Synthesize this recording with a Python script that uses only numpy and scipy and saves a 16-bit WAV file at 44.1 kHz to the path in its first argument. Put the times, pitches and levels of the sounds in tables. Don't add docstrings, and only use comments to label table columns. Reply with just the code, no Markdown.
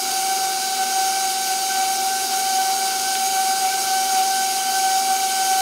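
import sys
import numpy as np
from scipy import signal
from scipy.fft import rfft, irfft, next_fast_len
from scipy.io import wavfile
from scipy.ndimage import uniform_filter1d, map_coordinates

SR = 44100
rng = np.random.default_rng(int(sys.argv[2]) if len(sys.argv) > 2 else 0)


def persist_wave(psi):
    counts = np.round(np.clip(psi, -1, 1) * 32767).astype(np.int16)
    wavfile.write(sys.argv[1], SR, np.atleast_2d(counts).T)


N = 247401

SHAFT_HZ = 76.67
ORBIT_HZ, THICKEST_S = 1.303, 0.345
WHEEL_HZ, WHEEL_S = SHAFT_HZ / 6, 0.053


def amp(db):
    return 10 ** (np.asarray(db) / 20)


def unit(x):
    return x / np.sqrt(np.mean(x ** 2) + 1e-20)


def along(points, hz):
    point_hz, value = np.transpose(points)
    return np.interp(np.log(hz + 1), np.log(point_hz + 1), value)


def wobble(rate):
    position = np.arange(N) * rate / SR
    return map_coordinates(rng.standard_normal(int(N * rate / SR) + 4), [position])


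def cycle(rate, peak_s):
    return np.cos(2 * np.pi * rate * (np.arange(N) / SR - peak_s))


def bump(s, half_s):
    return np.exp(-((np.arange(N) / SR - s) / half_s) ** 2)


def filtered(x, response):
    m = next_fast_len(N + SR // 2)
    return irfft(rfft(x, m) * response(np.fft.rfftfreq(m, 1 / SR)), m)[..., :N]


def noise(spectrum, gate=1):
    return unit(filtered(gate * rng.standard_normal(N), lambda hz: amp(along(spectrum, hz))))


def tone(phase, rough, flutter_rate):
    steady = 1 + rough * (wobble(flutter_rate) + 1j * wobble(flutter_rate))
    return unit(np.real(steady * np.exp(1j * phase)))


def working(start_db, rise_db_per_s, orbit_db, lag_s, wander_db, wander_rate):
    orbit = cycle(ORBIT_HZ, THICKEST_S + lag_s)
    creep_db = start_db + rise_db_per_s * np.arange(N) / SR
    return creep_db + orbit_db * orbit + wander_db * wobble(wander_rate)


def kneading():
    # (time [s], half-length [s], shaft slows by [Hz], whine swells by [dB])
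    snags = [(0.82, 0.033, 0.37, 3), (1.0, 0.08, 0.17, 1.5), (1.521, 0.024, 0.67, 3.5),
             (1.846, 0.019, 0.38, 0), (2.063, 0.022, 0.3, 2.5), (2.339, 0.056, 0.92, 3.0),
             (2.583, 0.049, 0.41, 2), (3.38, 0.03, 0.48, 0.5), (3.65, 0.048, 1.64, 8),
             (3.952, 0.0803, 0.554, 2.2), (4.21, 0.056, 1.27, 4.5), (4.87, 0.021, 0.14, 2.0),
             (5.101, 0.028, 0.23, 2.5), (5.55, 0.051, 0.32, 1.3)]
    # (time [s], shaft gains [Hz], whine's octave drops by [dB])
    slips = [(0.05, 0.24, 15), (0.24, 0.0058, 8.5), (0.46, 0.016, 4.3), (0.75, 0.04, 6.9), (1.16, 0.5, 1.7),
             (1.38, 0.02, 4), (1.98, 0.44, 4), (2.3, 0.73, 7), (2.75, 0.38, 10), (2.99, 0.0, 7.2),
             (3.26, 0.094, 13), (3.63, 1.0, 8), (3.81, 0.66, 5.5), (4.07, 0.22, 4), (4.24, 0.99, 6.4),
             (4.55, 0.15, 6), (5.04, 0.24, 10), (5.22, 0.11, 8)]
    slip_s = 0.055
    slack_db_per_hz = 3.5
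    octave_db_per_hz = 2
    sag = sum(slows * bump(s, half_s) for s, half_s, slows, db in snags)
    swell_db = sum(db * bump(s, half_s) for s, half_s, slows, db in snags)
    race = sum(gains * bump(s, slip_s) for s, gains, db in slips)
    drop_db = sum(db * bump(s, slip_s) for s, gains, db in slips)
    whine_load_db = swell_db - slack_db_per_hz * race
    octave_load_db = octave_db_per_hz * sag - drop_db
    return sag, race, whine_load_db, octave_load_db


def gears(angle, sag, whine_load_db, octave_load_db):
    wheel = cycle(WHEEL_HZ, WHEEL_S)
    whine_db = working(start_db=-25.5, rise_db_per_s=0.67, orbit_db=2.0, lag_s=0,
                       wander_db=0.58, wander_rate=22)
    edge_sweep_db = 0.67 * cycle(rate=7.53, peak_s=0.061)
    whine_db = whine_db + whine_load_db + edge_sweep_db
    octave_db = working(start_db=-37, rise_db_per_s=0.57, orbit_db=0.5, lag_s=-0.32,
                        wander_db=1.2, wander_rate=20)
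    octave_db = octave_db + octave_load_db
    rattle_db = working(start_db=-39.0, rise_db_per_s=0.16, orbit_db=0.3, lag_s=-0.072,
                        wander_db=1.2, wander_rate=20)
    rattle_db = rattle_db + 1.5 * sag + 0.76 * wheel
    third_db = working(start_db=-46.5, rise_db_per_s=0.37, orbit_db=1.8, lag_s=0,
                       wander_db=2.5, wander_rate=18)
    third_db = third_db + 2 * sag
    fourth_db = working(start_db=-46.0, rise_db_per_s=0.93, orbit_db=2.5, lag_s=-0.17,
                        wander_db=1.7, wander_rate=19)
    fourth_db = fourth_db + 1.4 * wheel
    whine = gear_whine(angle, whine_db, octave_db)
    chatter = tooth_chatter(angle, third_db, fourth_db)
    return whine + chatter + gearbox(angle, rattle_db)


def gear_whine(angle, whine_db, octave_db):
    # (multiple of the mesh, multiple of the buzz, level relative to the whine [dB])
    side_tones = [(1, -1, -30), (1, 1, -30), (1, 2, -29.5), (2, -2, -33.5), (2, 2, -31.5)]
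    buzz_hz = 200.2
    mesh = 10 * angle
    buzz = 2 * np.pi * buzz_hz * np.arange(N) / SR
    whine = amp(whine_db) * amp(0.75 * wobble(32)) * tone(mesh, rough=0.05, flutter_rate=45)
    sides = 0
    for m, b, db in side_tones:
        sides = sides + amp(whine_db + db) * tone(m * mesh + b * buzz, rough=0.46, flutter_rate=25)
    octave = amp(octave_db) * tone(2 * mesh, rough=0.43, flutter_rate=38)
    return whine + sides + octave


def tooth_chatter(angle, third_db, fourth_db):
    mesh = 10 * angle
    third = amp(third_db) * tone(3 * mesh, rough=0.9, flutter_rate=110)
    fourth = amp(fourth_db) * tone(4 * mesh, rough=0.6, flutter_rate=95)
    return third + fourth


def gearbox(angle, rattle_db):
    # (frequency [Hz], relative level [dB per Hz])
    rattle_colour = [(1200, -51), (1750, -14), (2080, -4), (2260, 3.5), (2520, -4), (2800, 2.5), (3400, -5),
                     (4500, -26)]
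    # (frequency [Hz], relative level [dB per Hz])
    rush_colour = [(25, -43), (45, -28), (70, -17.5), (110, -22.5), (222, -14), (247, -0.5), (285, -15),
                   (410, -1.5), (490, -14.5), (630, -12.5), (750, 5.5), (920, -15.5), (1100, -8),
                   (1220, -10.5), (1430, -0.5), (1680, -15), (2400, -31)]
    each_mesh = np.abs(1 + 0.16 * np.cos(10 * angle))
    each_turn = amp(0.63 * np.cos(angle) + 0.43 * np.cos(2 * angle))
    rattle = amp(rattle_db) * noise(rattle_colour, each_mesh * each_turn)
    rush = amp(-35.0 + 1.0 * wobble(12)) * noise(rush_colour)
    return rattle + rush


def shaft_orders(angle):
    # (multiple of the shaft speed, level before it wavers [dB rms])
    orders = [(5, -48), (9, -65), (9.5, -47), (18, -66), (19, -61), (24, -63), (28, -63), (29, -49.5),
              (32, -67), (35, -50.5), (37, -54.5), (44, -62), (48, -45), (50, -49.5), (52, -40.5),
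              (56, -67), (59, -44), (60, -41), (64, -39), (66, -45), (72, -51), (82.4, -44), (88, -47)]
    play = 0.0078 * wobble(22)
    total = 0
    for k, db in orders:
        line = tone(k * (angle + play), rough=0.042 * np.sqrt(k), flutter_rate=36)
        total = total + amp(db + 0.72 * wobble(6)) * line
    return total


def brushes(angle, ring_db, hiss_db):
    # (frequency [Hz], relative level [dB per Hz])
    hiss_colour = [(1500, -35), (3300, -8.5), (4200, -4.5), (4600, -0.5), (5000, -1.5), (5250, 0.5),
                   (6100, -0.5), (7100, -6), (8600, -2.5), (9500, -3.5), (10500, -7.5), (11700, -11.5),
                   (12700, -8.5), (14300, -14), (15700, -14)]
    # (centre [Hz], half-width where 6 dB down [Hz], relative level [dB])
    resonances = [(5900, 57, -7), (6360, 55, 0), (6552, 142, 4), (6800, 56, -17), (7530, 74, -4),
                  (7770, 120, -10), (8380, 56, -1.5), (8820, 170, -14), (9200, 30, -14), (9800, 87, -6),
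                  (10300, 200, -7.5), (12800, 220, -29), (13170, 140, -6.5), (14800, 120, -10)]
    bars = 1 + 0.15 * np.cos(12 * angle)
    grip = amp(0.25 * wobble(70) + 0.2 * wobble(14))
    hiss = amp(hiss_db) * patchy(noise(hiss_colour, bars * grip), depth_db=0.84)

    def housing(f):
        total = 0
        for c, w, db in resonances:
            band = 2j * f * w / (c * c - f * f + 2j * f * w)
            total = total + amp(db) * band ** 2
        return total

    ring = unit(filtered(bars * rng.standard_normal(N), housing))
    return hiss + amp(ring_db) * ring


def patchy(x, depth_db):
    z = signal.stft(x, nperseg=256)[2]
    field = uniform_filter1d(rng.standard_normal(z.shape), size=6, axis=0)
    field = uniform_filter1d(field, size=26, axis=1)
    return signal.istft(z * amp(depth_db * unit(field)), nperseg=256)[1][:N]


def beater():
    # (time [s], peak level before reflections [dB])
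    ticks = [(3.153, -13)]
    # (frequency [Hz], relative level [dB], time to fall 60 dB [s])
    bowl_tones = [(1500, -3, .015), (1950, -6, 0.02), (2450, 1, 0.015), (3030, 6, 0.012), (3530, 6, 0.014)]
    t = np.arange(SR // 10) / SR
    out = np.zeros(N + SR)
    for s, db in ticks:
        ring = 0
        for hz, level, t60 in bowl_tones:
            decay = amp(level - 60 * t / t60)
            ring = ring + decay * np.sin(2 * np.pi * (hz * t + rng.random()))
        out[round(s * SR):][:len(t)] += amp(db) * ring / np.abs(ring).max()
    return out[:N]


def dough(speed):
    # (frequency [Hz], relative level [dB per Hz])
    smack_colour = [(150, -36), (400, -9), (1200, -3), (3000, 12), (8000, -17)]
    load = np.clip(unit(speed.mean() - speed), -2, 2)
    smacks = amp(2.2 * load + 2 * wobble(25) + 3.2 * wobble(400))
    return amp(-46) * noise(smack_colour, smacks)


def hum():
    # (frequency [Hz], level [dB rms])
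    hum_tones = [(60, -69), (200, -59.5), (240, -60), (360, -47), (480, -59.5)]
    t = np.arange(N) / SR
    total = 0
    for hz, db in hum_tones:
        phase = 2 * np.pi * (hz * t + rng.random())
        total = total + amp(db) * tone(phase, rough=0.12, flutter_rate=8)
    return total


def enclosure(x):
    # (frequency [Hz], time to fall 60 dB [s])
    decay_times = [(200, .12), (2000, 0.14), (12000, 0.057)]
    hz, t, z = signal.stft(rng.standard_normal(SR // 4), SR, nperseg=256)
    fade = amp(-60 * t / along(decay_times, hz)[:, None])
    tail = signal.istft(z * fade, SR, nperseg=256)[1]
    return signal.fftconvolve(x, tail / np.linalg.norm(tail))[:N]


def scene():
    sag, race, whine_load_db, octave_load_db = kneading()
    speed = SHAFT_HZ - sag + race + 0.1402 * wobble(20)
    angle = 2 * np.pi * np.cumsum(speed) / SR
    ring_db = working(start_db=-33.0, rise_db_per_s=0.42, orbit_db=0.5, lag_s=-0.13,
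                      wander_db=1.2, wander_rate=16)
    hiss_db = working(start_db=-27.5, rise_db_per_s=0.21, orbit_db=0.15, lag_s=-0.12,
                      wander_db=0.29, wander_rate=16)
    hiss_db = hiss_db + 0.23 * cycle(WHEEL_HZ, WHEEL_S)
    drive = gears(angle, sag, whine_load_db, octave_load_db) + shaft_orders(angle) + hum()
    bright = brushes(angle, ring_db, hiss_db) + beater()
    mono = drive + dough(speed) + bright + amp(-9.5) * enclosure(bright)
    return np.array([mono, mono])


def record(dry):
    top_hz = 15750
    return filtered(dry, lambda hz: hz < top_hz)


dry = scene()
out = record(dry)
persist_wave(out)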